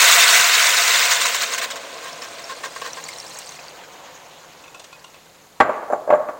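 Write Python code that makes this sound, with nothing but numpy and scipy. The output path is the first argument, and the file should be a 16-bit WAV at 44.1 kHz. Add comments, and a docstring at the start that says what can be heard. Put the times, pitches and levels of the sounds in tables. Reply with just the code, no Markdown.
"""Broth into a hot pot

Broth pours from a glass jug into a hot steel pot of vegetables: noise crackle, shaped by the boil, hisses as
steam and spurts; chirped sines ring as bubbles while the stream thins to a trickle over a faint sizzle.
Scraped noise and thin modes make light clinks; noise thuds and counter modes set the jug down, rocking,
in a small kitchen of steady noise."""
import sys
import numpy as np
from scipy import signal
from scipy.fft import rfft, irfft, next_fast_len
from scipy.io import wavfile

SR = 44100
rng = np.random.default_rng(int(sys.argv[2]) if len(sys.argv) > 2 else 0)


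def pcm_store(signal):
    """Save signal as 16-bit PCM."""
    levels = np.round(np.clip(np.atleast_2d(signal), -1, 1) * 32767)
    wavfile.write(sys.argv[1], SR, levels.astype(np.int16).T)


N = 281799
T = np.arange(N) / SR
AGE = np.arange(SR) / SR  # s since a blow


def undb(db):
    """Decibels to gain."""
    return 10 ** (np.asarray(db) / 20)


def unit(x):
    """Scale to rms 1."""
    return x / np.sqrt(np.mean(x ** 2))


def add(out, start_s, x):
    """Mix x into out from start_s on."""
    i = max(int(start_s * SR), 0)
    out[i:i + len(x)] += x[:N - i]


def since(start_s):
    """Seconds gone by since start_s, zero before it."""
    return np.maximum(T - start_s, 0)


def fade(t60_s):
    """Exponential decay that loses 60 dB in t60_s."""
    return np.exp(-np.log(1000) * AGE / t60_s)


def swell(level_db, from_s, until_s, rise_db_per_s, fall_db_per_s):
    """Gain that rises, holds and falls, linear in dB."""
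    rise_db = rise_db_per_s * np.maximum(from_s - T, 0)
    return undb(level_db - rise_db - fall_db_per_s * since(until_s))


def walk(rate_hz):
    """Random drift: straight lines between Gaussian points, rate_hz of them a second."""
    return np.interp(T * rate_hz, np.arange(1024), rng.standard_normal(1024))


def lowpass(x, cutoff_hz):
    """Second-order treble cut."""
    return signal.lfilter(*signal.butter(2, np.clip(cutoff_hz, 100, SR / 3), fs=SR), x)


def colour(x, points, peaks=(), size=4096):
    """Minimum-phase filter of unit power from a smooth spectrum and resonances."""
    f_hz = np.arange(size // 2 + 1) * SR / size
    point_hz, point_db = np.transpose(points)
    shape_db = np.interp(np.log(f_hz + 1), np.log(point_hz), point_db)
    for centre_hz, width_hz, lift_db in peaks:
        shape_db = shape_db + lift_db / (1 + (2 * (f_hz - centre_hz) / width_hz) ** 2)
    # fold the cepstrum to make the filter causal
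    cepstrum = irfft(np.log(unit(undb(shape_db))))
    cepstrum[1:size // 2] *= 2
    cepstrum[size // 2 + 1:] = 0
    impulse = irfft(np.exp(rfft(cepstrum)))
    return signal.fftconvolve(x, impulse)[:len(x)]


def crackle(rate_hz, spread_db, hiss_db):
    """Random clicks of unequal size over a smooth hiss, rms 1."""
    sizes = undb(spread_db * np.minimum(rng.exponential(size=N), 5))
    pops = (rng.random(N) < rate_hz / SR) * sizes * rng.choice([-1, 1], N)
    return unit(unit(pops) + undb(hiss_db) * rng.standard_normal(N))


def flicker(x, rate_hz, depth_db, count=15):
    """Bubbles of each size come in clouds: every band swells and ebbs alone, the treble most."""
    size = next_fast_len(N)
    spectrum, out = rfft(x, size), np.zeros(N)
    place = np.sqrt(np.linspace(0, 1, len(spectrum))) * count
    for k in range(count + 1):
        band = irfft(spectrum * np.maximum(1 - np.abs(place - k), 0), size)[:N]
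        band_depth_db = depth_db * min(2 * k / count, 1)
        out += band * unit(undb(band_depth_db * walk(rate_hz)))
    return out


def echo(x, t60_s, wet_db):
    """Add a diffuse tail of reflections."""
    tail = rng.standard_normal(SR) * fade(t60_s) * (1 - fade(0.05))
    return x + undb(wet_db) * signal.fftconvolve(x, tail / np.linalg.norm(tail))[:N]


def ring(modes):
    """Decaying sine modes after one blow."""
    return sum(undb(db) * np.sin(2 * np.pi * hz * AGE) * fade(t60_s) for hz, db, t60_s in modes)


def bubble(pitch_hz, cycles, rise):
    """A bubble rings for some cycles and rises in pitch as it nears the surface."""
    length_s = cycles / pitch_hz
    life = np.arange(int(length_s * SR)) / (length_s * SR)
    phase = 2 * np.pi * cycles * life * (1 + rise * life / 2)
    return np.sin(phase) * np.exp(-np.log(100) * life)


def bubbles(low_hz, high_hz, cycles, spread_db, count):
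    """A swarm of small bubbles at random times, a few much louder than the rest, rms 1."""
    out = np.zeros(N)
    for when, pitch, size, life in rng.random((count, 4)):
        pitch_hz = low_hz * (high_hz / low_hz) ** pitch
        gain = undb(-spread_db * np.log(size + 0.09))
        add(out, when * N / SR, gain * bubble(pitch_hz, cycles * (.5 + life), rise=0.13))
    return unit(out)


PUFF_RELEASE_TAU_S = 0.0096


def puffs(table):
    """Gain over time of puffs of steam that each swell, hold and die away."""
    out = np.zeros(N)
    for start_s, length_s, level_db in table:
        attack = 1 - fade(min(.5 * length_s, .025))
        release = np.exp(-np.maximum(AGE - 0.77 * length_s, 0) / PUFF_RELEASE_TAU_S)
        add(out, start_s, undb(level_db) * attack * release)
    return out


BOIL_DB, COOLING_DB_PER_S = -14, 3.5
FLOOD_S, COVERED_S, FLOOD_POWER = 1, 1.75, 1.09  # broth creeps over the bare steel
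COVERED_BOIL_DB, COVERED_COOLING_DB_PER_S = -44.5, 5


def boiling():
    """Boil strength: heat of the steel times its bare share, plus a weak boil that fades once covered."""
    bare = np.clip((COVERED_S - T) / (COVERED_S - FLOOD_S), 0, 1)
    covered = undb(COVERED_BOIL_DB - COVERED_COOLING_DB_PER_S * since(COVERED_S))
    return np.hypot(undb(BOIL_DB - COOLING_DB_PER_S * T) * bare ** FLOOD_POWER, covered)


# spurts of steam: start_s, length_s, level_db
SPURTS = [(0, 0.31, -15), (.27, 0.15, -17), (.397, 0.0042, -14.5), (1.109, 0.017, -16),
          (1.213, 0.0052, -17), (1.25, 0.02, -19), (1.345, 0.0085, -19), (1.405, 0.045, -22),
          (1.515, 0.045, -24.5), (1.578, 0.011, -22.5), (1.612, 0.045, -24.5), (1.702, 0.018, -28),
          (1.757, 0.013, -31), (2.026, 0.083, -36), (2.214, 0.054, -33.5), (2.384, 0.017, -35),
          (2.492, 0.041, -32.5), (2.633, .034, -26), (2.761, 0.0045, -28), (2.815, 0.0065, -26),
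          (2.843, 0.045, -28.5), (2.966, 0.028, -33.5)]
# steam spectrum: freq_hz, density_db_per_hz (relative)
STEAM_COLOUR = [(60, -37), (230, -38), (380, -21.5), (520, -11.5), (830, -10.5), (1000, -2.5), (2100, 2.5),
                (3000, -1.5), (3700, -2.5), (5200, -3.5), (7100, 0), (8800, -6), (10000, -19.5),
                (13000, -17.5), (15700, -7)]
# splash and muffled-steam spectrum: freq_hz, density_db_per_hz (relative)
SPLASH_COLOUR = [(100, -40), (250, -5), (340, -8), (470, 8.5), (660, 3), (880, -3), (1100, 1.5), (1900, -3),
                 (2300, -0.5), (4300, -5.5), (7200, -15), (9000, -14), (11000, -28.5), (15700, -30)]
# air resonances and dips of the open pot: centre_hz, width_hz, lift_db
POT_AIR = [(575, 24, 7), (632, 31, -7.5), (696, 68, 11.5), (797, 60, -5), (988, 57, 5.5), (1500, 52, 5),
           (2050, 74, 1), (2680, 260, 2), (3260, 190, -5), (3750, 385, 1.5)]
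# air pockets under the food: centre_hz, width_hz, lift_db
POCKETS = [(1070, 167, 20.1), (1590, 76, 16.6), (1846, 130, 17)]
# the deepening pool muffles the spurts: final share, half-way time, spread
MUFFLED_SHARE, MUFFLED_S, MUFFLED_SPREAD_S = 0.87, 1.83, 0.22
MUFFLED_HZ = 8000  # the food takes the top off a spurt


def steam():
    """Boiling hiss; as the bottom floods it comes in spurts, more and more from under the food."""
    spurts = puffs(SPURTS)
    muffled = np.clip(MUFFLED_SHARE / (1 + np.exp((MUFFLED_S - T) / MUFFLED_SPREAD_S)), 0, 1)
    boil = np.hypot(boiling() * undb(walk(70.3)), np.sqrt(1 - muffled) * spurts)
    hiss = flicker(crackle(rate_hz=3500, spread_db=1.5, hiss_db=3.0), rate_hz=110, depth_db=2.5)
    hiss = colour(hiss, [(2200, 0), (4500, -4.5), (8000, -5.5), (10000, -2.5)]) * boil
    # ringing vapour bubbles, which stand out as the boiling eases
    swarm = bubbles(3000, 9200, cycles=42, spread_db=3.2, count=6000)
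    swarm = undb(-8.5) * swarm * boil ** .85
    gush = crackle(rate_hz=2300, spread_db=4, hiss_db=-5.5) * np.sqrt(muffled) * spurts
    vapour = colour(hiss + swarm, STEAM_COLOUR, POT_AIR)
    vapour = vapour + colour(lowpass(gush, MUFFLED_HZ), SPLASH_COLOUR, POCKETS)
    # bright droplet ticks, strongest in the fiercest boiling
    spit = crackle(rate_hz=1700, spread_db=0.5, hiss_db=5)
    spit = colour(spit, [(100, -19), (2000, -3), (9000, 15), (15700, 1.5)])
    return echo(vapour, t60_s=0.056, wet_db=-12.5) + undb(-2) * spit * boil ** 2


# single bright bubbles: start_s, level_db, pitch_hz
PLINKS = [(2.1303, -25, 5340), (2.221, -21, 5240), (2.4426, -22.5, 5380), (2.9328, -18.5, 5870),
          (3.0402, -19.5, 6840), (3.0888, -23.5, 2160), (3.1304, -26, 4240), (3.1854, -22.5, 5670),
          (3.201, -20, 5330), (3.264, -27, 5070), (3.3737, -25, 6560), (3.4923, -22.5, 6200),
          (3.5914, -29, 2540), (3.683, -26.5, 4650)]
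# fizz, until the stream stops: level_db, hold_from_s, hold_until_s, rise_db_per_s, fall_db_per_s
FIZZ = (-44, 3, 3.5, 8, 55)
SPLASH_DB, CUSHION_DB_PER_S = -36, 7  # the pool cushions the stream
EMPTYING_S, EMPTYING_DB_PER_S = 3.16, 25  # the jug runs empty


def pour():
    """The stream patters on the food and drags under small bubbles that ring."""
    stream = undb(SPLASH_DB - CUSHION_DB_PER_S * since(COVERED_S) - EMPTYING_DB_PER_S * since(EMPTYING_S))
    patter = flicker(crackle(rate_hz=1500, spread_db=3.5, hiss_db=4.5), rate_hz=46, depth_db=1.5)
    patter = patter * undb(0.48 * walk(33.5))
    resonances = [(275, 50, 5.8), (570, 45, 5), (674, 38, 10.8), (1030, 120, 8.8), (1600, 160, 4.3)]
    splash = colour(patter, SPLASH_COLOUR, resonances) * stream
    small = bubbles(3930, 9100, cycles=44, spread_db=6.5, count=4500)
    large = bubbles(1760, 2880, cycles=32, spread_db=7, count=700)
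    # bursting films add a fine top
    films = colour(crackle(rate_hz=1000, spread_db=3.5, hiss_db=1),
                   [(3000, -2), (7500, 0), (8500, -2), (10000, -11), (12500, -15), (15700, -7)])
    fizz = (small + undb(-10) * large + undb(-4.0) * films) * swell(*FIZZ)
    for start_s, level_db, pitch_hz in PLINKS:
        add(fizz, start_s, undb(level_db) * bubble(pitch_hz, cycles=38, rise=0.065))
        birth = colour(rng.standard_normal(SR) * fade(0.0048), SPLASH_COLOUR)  # splash of its birth
        add(fizz, start_s, undb(level_db - 25) * birth)
    return splash + echo(fizz, t60_s=0.024, wet_db=-7.5)


# simmering along the pot wall: level_db, hold_from_s, hold_until_s, rise_db_per_s, fall_db_per_s
SIZZLE = (-42, 3.0, 4, 2, 7.5)
# simmer spectrum: freq_hz, density_db_per_hz (relative)
SIZZLE_COLOUR = [(59, -83), (100, -22.5), (163, -9.5), (201, -14.5), (314, -6), (396, -9), (511, 0),
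                 (645, -4), (985, -0.5), (1070, -1.5), (1140, -4.5), (3090, -10.5), (6770, -20),
                 (9710, -41), (15800, -27)]


def sizzle():
    """Fine simmering that rises, holds, then sinks as the broth cools the steel."""
    grains = flicker(crackle(rate_hz=2000, spread_db=1.5, hiss_db=2.0), rate_hz=45, depth_db=4.7)
    resonances = [(162, 50, 5.5), (533, 47, 2.5), (713, 36, 5.5), (5270, 1100, -1), (6700, 970, 9.5)]
    return colour(grains, SIZZLE_COLOUR, resonances) * swell(*SIZZLE)


# kitchen air spectrum: freq_hz, density_db_per_hz (relative)
ROOM_COLOUR = [(25, -5), (60, -9.5), (130, -5.5), (250, -8.5), (500, -6.5), (1100, -11), (2000, -15.5),
               (3200, -18.5), (4400, -16), (5500, -21), (7200, -18), (8000, -20.5), (12000, -21.5),
               (15700, -23)]
ROOM_DB = -53


def kitchen():
    """Steady air noise with a low drone from a narrow resonance."""
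    air = colour(rng.standard_normal(N), ROOM_COLOUR, [(157, 15, 5.6), (6870, 800, 4)])
    return undb(ROOM_DB) * air


# gusts of steam on the microphone: start_s, length_s, level_db
GUSTS = [(.09, 0.12, -59), (.27, 0.16, -60), (.397, 0.0082, -41)]


def buffet():
    """Rising steam brushes the microphone: low rumbling noise that ends in one short puff."""
    rumble = colour(rng.standard_normal(N), [(25, 0), (90, -1), (200, -3), (600, -30), (3000, -70)])
    return rumble * puffs(GUSTS)


# stray drops on the food: start_s, level_db (before colouring)
SLAPS = [(3.085, -28.5), (3.333, -41), (3.388, -27)]
SLAP_T60_S = 0.043


def slaps():
    """Drops from the breaking stream land with short, bright noise splats."""
    out = np.zeros(N)
    for start_s, level_db in SLAPS:
        add(out, start_s, undb(level_db) * rng.standard_normal(SR) * fade(SLAP_T60_S))
    return colour(out, [(300, -26), (1200, -9), (2100, -7), (3000, -4), (8500, 5), (11000, -11), (15700, -7)])


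# light clinks: start_s, scrape_db, ring_db, ring_pitch_hz (levels relative)
CLINKS = [(4.637, -46, -37, 2590), (4.677, -46, -36.5, 2560), (4.744, -38.5, -33.5, 2600),
          (4.796, -33, -46, 2840), (4.841, -35, -48, 2550), (4.926, -42, -33.5, 2520),
          (5.042, -38, -35.5, 2826), (5.141, -45, -42, 2580)]
# modes beside the main ring: freq_hz, level_db, t60_s
CLINK_MODES = [(1086, -3.5, .05), (1400, -10, .06), (3500, -10, .05), (5800, -15, .04)]
CLINK_T60_S = 0.081


def clinks():
    """Brief scraping contacts of noise, each leaving a thin ring of modes."""
    scrapes, rings = np.zeros(N), np.zeros(N)
    for start_s, scrape_db, ring_db, pitch_hz in CLINKS:
        scrape = 2 * rng.standard_normal(SR) * fade(0.038) * (1 - fade(.03))
        add(scrapes, start_s - .001, undb(scrape_db) * scrape)
        modes = [(pitch_hz, -3, CLINK_T60_S)] + CLINK_MODES
        add(rings, start_s + 0.00302, undb(ring_db) * ring(modes))
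    scrapes = colour(scrapes, [(200, -21), (600, 7), (1100, 1), (2000, -4), (2800, 2), (5000, -0.5),
                               (8800, -3), (10500, -24), (15000, -30)])
    return echo(scrapes + rings, t60_s=0.29, wet_db=-7.5)


# jug meets counter: start_s, thud_db, boom_db, hardness_cutoff_hz (levels relative)
KNOCKS = [(5.602, -0.5, -12.5, 9000), (5.693, -15.5, -15.5, 1570), (5.828, -25, -28, 1500),
          (5.901, -17.5, -18, 870), (5.924, -13.5, -42, 1000), (5.932, -14.5, -14, 1090),
          (6.076, -28, -18, 1000), (6.092, -31, -13.5, 890), (6.103, -11, -6.5, 2520),
          (6.125, -14, -5.5, 1300), (6.135, -13.5, -8.5, 1700), (6.148, -17, -15.5, 1400),
          (6.203, -30, -21, 1000), (6.286, -21.5, -29, 2600)]
# thud spectrum: freq_hz, density_db_per_hz (relative)
KNOCK_COLOUR = [(30, -51), (70, -31.5), (150, -21), (230, -11.5), (330, -8.5), (600, 1), (1150, -3.5),
                (1600, -8), (2050, -13.5), (2500, -19), (3200, -27), (4300, -33), (5500, -39), (15000, -48)]
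# counter modes: freq_hz, level_db, t60_s
COUNTER = [(600, 4, 0.082), (556, -6.5, 0.046), (460, -31, 0.06), (683, -9, 0.086), (881, -11.5, 0.14),
           (1101, -14, 0.14), (1460, -38, 0.16), (1603, -18.5, 0.063), (2034, -28, 0.04)]
# glass modes: freq_hz, level_db, t60_s
GLASS = [(6250, -9, 0.1), (7100, -13, 0.18), (7250, -5, 0.18), (9700, -7, 0.064)]
GLASS_DB = -32  # relative to thud_db


def jug():
    """The jug lands hard, then rocks on its base: noise thuds, counter boom, faint ring of glass."""
    thuds, booms, rings = np.zeros((3, N))
    counter, glass = ring(COUNTER) * (1 - fade(0.0081)), ring(GLASS)
    for start_s, thud_db, boom_db, hard_hz in KNOCKS:
        rattle = rng.standard_normal(SR) * fade(0.088) * (1 - fade(0.0027))
        # a soft blow leaves a duller room tail
        room = lowpass(rng.standard_normal(SR), min(1.4 * hard_hz, 2700))
        room = undb(-17.5) * room * fade(0.93) * (1 - fade(0.096))
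        add(thuds, start_s, undb(thud_db) * lowpass(rattle + room, hard_hz))
        add(booms, start_s, undb(boom_db) * counter)
        add(rings, start_s, undb(thud_db + GLASS_DB) * glass)
    # the first landing also shakes the cabinet below and cracks the counter's stiff modes
    landing = ring([(89, -32, .2), (135, -34, 0.25), (243, -36, .25),
                    (1570, -14, 0.18), (1837, -6.5, 0.063), (2000, -12, 0.084)])
    add(rings, KNOCKS[0][0], landing * (1 - fade(0.02)))
    thuds = colour(thuds, KNOCK_COLOUR, [(682, 23, 2.6), (809, 34, 4.0), (1143, 43, 10.6), (4200, 400, 5)])
    return thuds + echo(booms, t60_s=0.59, wet_db=-11) + rings * undb(2.0 * walk(90))


def scene():
    """Pot, jug and kitchen at one microphone."""
    pot = steam() + pour() + sizzle() + buffet() + slaps()
    return (pot + kitchen() + clinks() + jug())[None]


TOP_HZ = 15900


def record(dry):
    """The microphone sheds rumble, the hardest peaks are rounded off, the top is cut."""
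    thin = signal.lfilter(*signal.butter(1, 40, "high", fs=SR), dry)
    rounded = thin / (1 + thin ** 6) ** (1 / 6)
    return signal.sosfilt(signal.ellip(10, .2, 70, TOP_HZ, fs=SR, output="sos"), rounded)


dry = scene()
out = record(dry)
pcm_store(out)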